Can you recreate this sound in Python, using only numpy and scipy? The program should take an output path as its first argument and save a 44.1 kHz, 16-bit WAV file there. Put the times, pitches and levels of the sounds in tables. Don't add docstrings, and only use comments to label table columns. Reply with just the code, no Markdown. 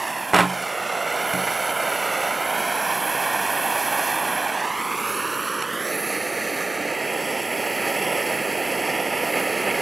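import sys
import numpy as np
from scipy import signal
from scipy.fft import rfft, irfft, next_fast_len
from scipy.io import wavfile
from scipy.ndimage import uniform_filter1d, map_coordinates

SR = 44100
rng = np.random.default_rng(int(sys.argv[2]) if len(sys.argv) > 2 else 0)


def elevation(decibels):
    levels = np.asarray(decibels, float)
    return 10 ** (levels / 20)


def waveform_to_disk(signal):
    frames = np.transpose(np.atleast_2d(signal))
    scaled = np.clip(frames, -1, 1) * 32767
    samples = np.round(scaled).astype(np.int16)
    wavfile.write(sys.argv[1], SR, samples)


N = 432621

# (time [s], table [ms], forearm [ms], body [ms], gas tank [ms])
HAND_PATH = [(0, 1.049, 1.405, 2.877, .584), (.49, 1.277, 1.646, 2.854, .578),
             (.77, 1.475, 1.836, 2.884, .554), (.93, 1.472, 1.91, 2.89, .54),
             (1.25, 1.345, 1.947, 2.87, .485), (1.81, 1.365, 1.94, 2.983, .467),
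             (2.12, 1.458, 1.98, 3.064, .477), (2.65, 1.286, 1.864, 2.829, .491),
             (2.96, 1.225, 1.795, 2.7, .597), (4.18, 1.161, 1.71, 2.573, .595),
             (4.52, 1.222, 1.737, 2.518, .5), (4.83, .89, 1.755, 2.365, .39), (5.15, .74, 1.8, 2.253, .453),
             (5.64, .7, 1.668, 2.17, .545), (5.93, .468, 1.58, 2.31, .68), (6.76, .455, 1.557, 2.269, .655),
             (7.17, .4, 1.53, 2.222, .624), (9.81, .39, 1.5, 2.26, .608)]


def curve(table, hz):
    at, value = np.transpose(table)
    return np.interp(np.log(hz + 1), np.log(at), value)


def shaped(x, gain_at):
    size = next_fast_len(N)
    return irfft(rfft(x, size) * gain_at(np.fft.rfftfreq(size, 1 / SR)), size)[:N]


def coloured(x, table):
    y = shaped(x, lambda hz: elevation(curve(table, hz)))
    return y / np.std(y)


def walk(rate):
    k = max(int(SR / rate), 2)
    levels = np.repeat(rng.standard_normal(N // 20), k)[:N]
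    y = uniform_filter1d(uniform_filter1d(levels, k), k)
    return y / np.std(y)


def columns(table):
    s, *values = np.transpose(table)
    return [np.interp(np.arange(N) / SR, s, v) for v in values]


def late(x, lag_ms):
    return map_coordinates(x, [np.arange(N) - lag_ms * SR / 1000], order=3)


def held(high_low):
    high_ms, low_ms = 1.2, 0.45
    table_ms = columns(HAND_PATH)[0]
    low = np.clip((high_ms - table_ms) / (high_ms - low_ms), 0, 1)
    return high_low[0] + (high_low[1] - high_low[0]) * low


def roar(flutter, bursts):
    # (frequency [Hz], level [dB])
    flame_tone = [(120, -23.5), (300, 0.5), (500, 1), (700, -0.5), (850, 0.5), (1000, 3), (1250, 0),
                  (1600, -3.5), (2100, -3.5), (2600, -6.5), (3200, -9.5), (3700, -16.5), (4500, -25),
                  (8000, -42)]
    # (frequency [Hz], level [dB])
    rumble_tone = [(25, -9), (60, -19.5), (120, -5.5), (200, 4), (300, -2), (500, 4.5), (900, -31)]
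    rumble_db = held((-14, -13.5))
    eddies = rng.standard_normal(N) * elevation(0.15 * flutter + 0.68 * bursts)
    rumble = coloured(rng.standard_normal(N), rumble_tone)
    return coloured(eddies, flame_tone) + elevation(rumble_db) * rumble


def burning_hiss(flutter, bursts):
    # (frequency [Hz], level [dB])
    hiss_tone = [(2500, -35), (3900, -4), (4400, 1.5), (5000, -3.5), (5500, 1), (6000, 2), (6600, -4),
                 (7500, -4.5), (8500, -5), (10000, -23)]
    swing_db = 1.1 * flutter + 0.43 * bursts + 0.93 * walk(400)
    return coloured(rng.standard_normal(N) * elevation(swing_db), hiss_tone)


def jet_air(bursts):
    # (frequency [Hz], level [dB])
    air_tone = [(6000, -12), (7500, 6.5), (8200, 4), (9000, 3), (12000, -0.5), (14000, -11), (15800, -6)]
    swing_db = 0.32 * walk(9) + 0.63 * bursts + 2.2 * walk(300)
    return coloured(rng.standard_normal(N) * elevation(swing_db), air_tone)


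def jet_whistle(echo_change_db):
    # (frequency [Hz], width [Hz], level [dB])
    whistle_peaks = [(11000, 460, 0), (11700, 900, -6), (12600, 1300, -8), (10100, 1000, -9)]

    def whistled(x, peaks):
        def gain(hz):
            power = sum(elevation(2 * db) / (1 + (2 * (hz - at) / width) ** 2) for at, width, db in peaks)
            return np.sqrt(power)
        return shaped(x, gain)

    shear = rng.standard_normal((2, N)) * elevation(0.8 * walk(6) + 0.59 * walk(200))
    core = whistled(shear[0], whistle_peaks[:1])
    skirt = whistled(shear[1], whistle_peaks[1:])
    whistle = core + elevation(-2 - 0.33 * echo_change_db) * skirt
    return whistle / np.std(whistle)


def nozzle_jet(bursts, hiss_db, whistle_db, shake_ms):
    # (time [s], delay [ms], level [dB])
    jet_bounce = [(0, 1.04, -7), (.8, 1.47, -14), (1.25, 1.31, -17), (2.1, 1.44, -15), (2.53, 1.33, -13),
                  (3.07, 1.172, -20), (3.9, 1.14, -25), (4.5, 1.207, -15), (4.85, .9, -15),
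                  (5.15, .734, -9), (5.32, .713, -10), (5.55, .64, -12), (5.72, .615, -13),
                  (5.95, .452, -8), (6.2, .48, -8), (6.45, .436, -10), (7.2, .395, -16), (9.81, .333, -18)]
    lag_ms, echo_db = columns(jet_bounce)
    echo_change_db = echo_db - np.mean(echo_db)
    jet = elevation(hiss_db - 4.0) * jet_air(bursts) + elevation(whistle_db + 1.0) * jet_whistle(echo_change_db)
    tank_db = held((-13, -11)) + np.minimum(echo_change_db, 0)
    tank = elevation(tank_db) * late(jet, columns(HAND_PATH)[3] - shake_ms)
    echo = elevation(echo_db + 2.2)
    table = echo * late(jet, lag_ms + shake_ms)
    return (jet + table + tank) / np.sqrt(1 + echo ** 2)


def echoed(x, shake_ms):
    table_ms, arm_ms, body_ms, tank_ms = np.array(columns(HAND_PATH)) + shake_ms
    table_low, table_high = elevation(held((-5.5, -3.2))), elevation(held((-27, -25)))
    arm, body, tank = elevation(held((-22, -9.5))), elevation(held((-17, -19))), elevation(held((-14, -12)))
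    rim_ms, rim = 2.24, elevation(held((-16, -34)))
    lows = shaped(x, lambda hz: 1 / (1 + (hz / 4800) ** 3))
    highs = x - lows
    rim_lows = shaped(lows, lambda hz: 1 - 1 / (1 + (hz / 900) ** 2))
    y = x + late((0.22 + 0.72 * table_low) * lows + 1.8 * table_high * highs, table_ms)
    y = y + rim * late(rim_lows, rim_ms + shake_ms)
    y = y + elevation(-0.1) * arm * late(lows, arm_ms)
    y = y + body * late(lows, body_ms)
    return y + tank * late(highs, tank_ms)


def torch():
    # (time [s], flame level [dB], aim of the nozzle, 0 = at the microphones [dB])
    burn = [(0, -29, -6.5), (.6, -28.5, -9), (1.0, -26, -12.5), (1.3, -24.5, -4), (2.3, -24.5, -4),
            (2.85, -24.5, -2.5), (3.5, -24.5, -0.5), (4.3, -24, -2.5), (4.68, -27, -12), (5.1, -27, -1.5),
            (5.65, -28, -8.5), (5.93, -27.5, -2.5), (6.45, -27, -4), (6.85, -26.5, -11), (7.5, -26.5, -6.5),
            (7.9, -25, -5), (8.9, -25, -7), (9.81, -25, -4.5)]
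    # (time [s], gain [dB])
    flares = [
        (1.59, -1),
        (7.84, 2),
        (8.16, 1),
        (8.93, 0.5),
        (9.23, 0),
        (9.38, 3.5),
        (9.69, 2.5),
        (9.81, 2),
    ]
    flare_s = 0.047
    t = np.arange(N) / SR
    flame_db, aim_db = columns(burn)
    flame_db = flame_db + sum(db * np.exp(-((t - s) / flare_s) ** 2) for s, db in flares)
    whistle_db = -33 + aim_db - flame_db
    hiss_db = -39.5 + 0.2 * aim_db + 0.37 * (flame_db - np.mean(flame_db)) - flame_db
    shake_ms = 0.012 * walk(5)
    flutter, bursts = walk(14), walk(160)
    flame = roar(flutter, bursts) + elevation(hiss_db - 0.44) * burning_hiss(flutter, bursts)
    jet = nozzle_jet(bursts, hiss_db, whistle_db, shake_ms)
    return elevation(flame_db) * (elevation(-1.0) * echoed(flame, shake_ms) + jet)


def ring(x, modes):
    out = 0
    for hz, db, t60 in modes:
        pole = np.exp(2j * np.pi * hz / SR - np.log(1000) / (t60 * SR))
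        out = out + elevation(db) * signal.lfilter([1], [1, -pole], x).imag
    return out


def pliers():
    # (time [s], rap on the glass [dB], thud of the whole top [dB], metal tick [dB])
    blows = [(0.3346, 1.2, -10.5, -21), (.345, -30, -8.5, -8), (0.364, -22, -24, -11), (.382, -7, -23, -25),
             (0.3885, -1.5, -10, -14), (.399, -10, -22, -16), (0.4063, -2.5, -13, -18),
             (0.434, -9, -10, -30), (1.336, -15, -9, -17), (5.6236, -16, -41.5, -14.5),
             (2.914, -24, -30, -29)]
    # (time [s], level [dB])
    rattle = [(0.334, -63), (0.334, -21), (.36, -16.5), (.378, -18), (.39, -15), (.41, -18), (.44, -25),
              (.47, -38), (.52, -54)]
    # (frequency [Hz], level [dB])
    scrape_tone = [(200, 0), (500, 7), (1000, 12), (2000, 6), (3500, -1.5), (6000, -20.5), (8000, -9.5),
                   (12000, -14), (16000, -34)]
    # (frequency [Hz], level [dB], time to fall 60 dB [s])
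    glass_modes = [(416, -8, 0.11), (556, -27, .12), (760, -7, 0.11), (870, -4.5, 0.12), (980, -6, 0.1),
                   (1056, -3, 0.099), (1290, -4, 0.085), (1450, -7, 0.058), (1610, -19, .08),
                   (1970, -10, 0.057)]
    # (frequency [Hz], level [dB], time to fall 60 dB [s])
    top_modes = [(105, -14, .4), (133, -6, .6), (183, 0, .55), (215, -1, .05), (291, -4, .22),
                 (395, -5, .2)]
    # (frequency [Hz], level [dB], time to fall 60 dB [s])
    steel_modes = [(2400, -1, .012), (2900, -4, .025), (3600, -6, .01), (4300, -6, .012), (5500, -3, .01),
                   (6500, -7, .01), (7700, -12, .03), (9300, -7, .008), (11500, -14, .008)]
    rap, thud, tick = np.zeros((3, N))
    for s, rap_db, thud_db, tick_db in blows:
        i = int(s * SR)
        rap[i], thud[i], tick[i] = -elevation(rap_db), elevation(thud_db), elevation(tick_db)
    s, db = np.transpose(rattle)
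    chatter = coloured(rng.standard_normal(N) * elevation(1.3 * walk(500)), scrape_tone)
    chatter = chatter * elevation(np.interp(np.arange(N) / SR, s, db, left=-200, right=-200))
    glass = ring(uniform_filter1d(rap, size=9) + elevation(-59) * chatter, glass_modes)
    top = ring(uniform_filter1d(thud, size=60), top_modes)
    top = shaped(top, lambda hz: (1j * hz / (110 + 1j * hz)) ** 3)
    jaws = elevation(-6) * ring(tick, steel_modes)
    return elevation(-12.0) * glass + elevation(-11.0) * top + jaws + chatter


def scene():
    # (frequency [Hz], level [dB])
    scatter_share = [(30, -22), (200, -25), (1000, -37), (5000, -17.5), (9000, -14.5), (14000, -12)]
    field = torch() + pliers()
    smear = rng.standard_normal(900) * np.exp(-np.arange(900) / 200) / 10
    scatter = shaped(field, lambda hz: elevation(curve(scatter_share, hz)))
    scatter = signal.fftconvolve(scatter, smear)[:N]
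    return np.array([field + scatter, field - scatter])


def low_pass(x):
    return signal.sosfilt(signal.butter(12, 16020, fs=SR, output="sos"), x)


def record(dry):
    # (frequency [Hz], left minus right [dB])
    port_level = [(60, 0.0), (110, 0.0), (200, -1.5), (380, -4.5), (700, -4.5), (1290, -3.0), (2380, -2.0),
                  (4400, -1.0), (8120, -2.5), (15000, -2.0)]
    # (frequency [Hz], left ahead of right [radians])
    port_phase = [(0, 0), (260, -0.3), (780, 0.0), (9130, 0.0), (13800, 0.8), (15600, -0.1)]

    def port(sign):
        def gain(hz):
            band = (1j * hz / (60 + 1j * hz)) ** 3 * (hz < 15770)
            lead = np.exp(0.5j * sign * curve(port_phase, hz))
            return band * elevation(sign * curve(port_level, hz) / 2) * lead
        return gain

    left = shaped(dry[0], port(1))
    right = shaped(dry[1], port(-1.02))
    return low_pass(np.array([left, right]))


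dry = scene()
out = record(dry)
waveform_to_disk(out)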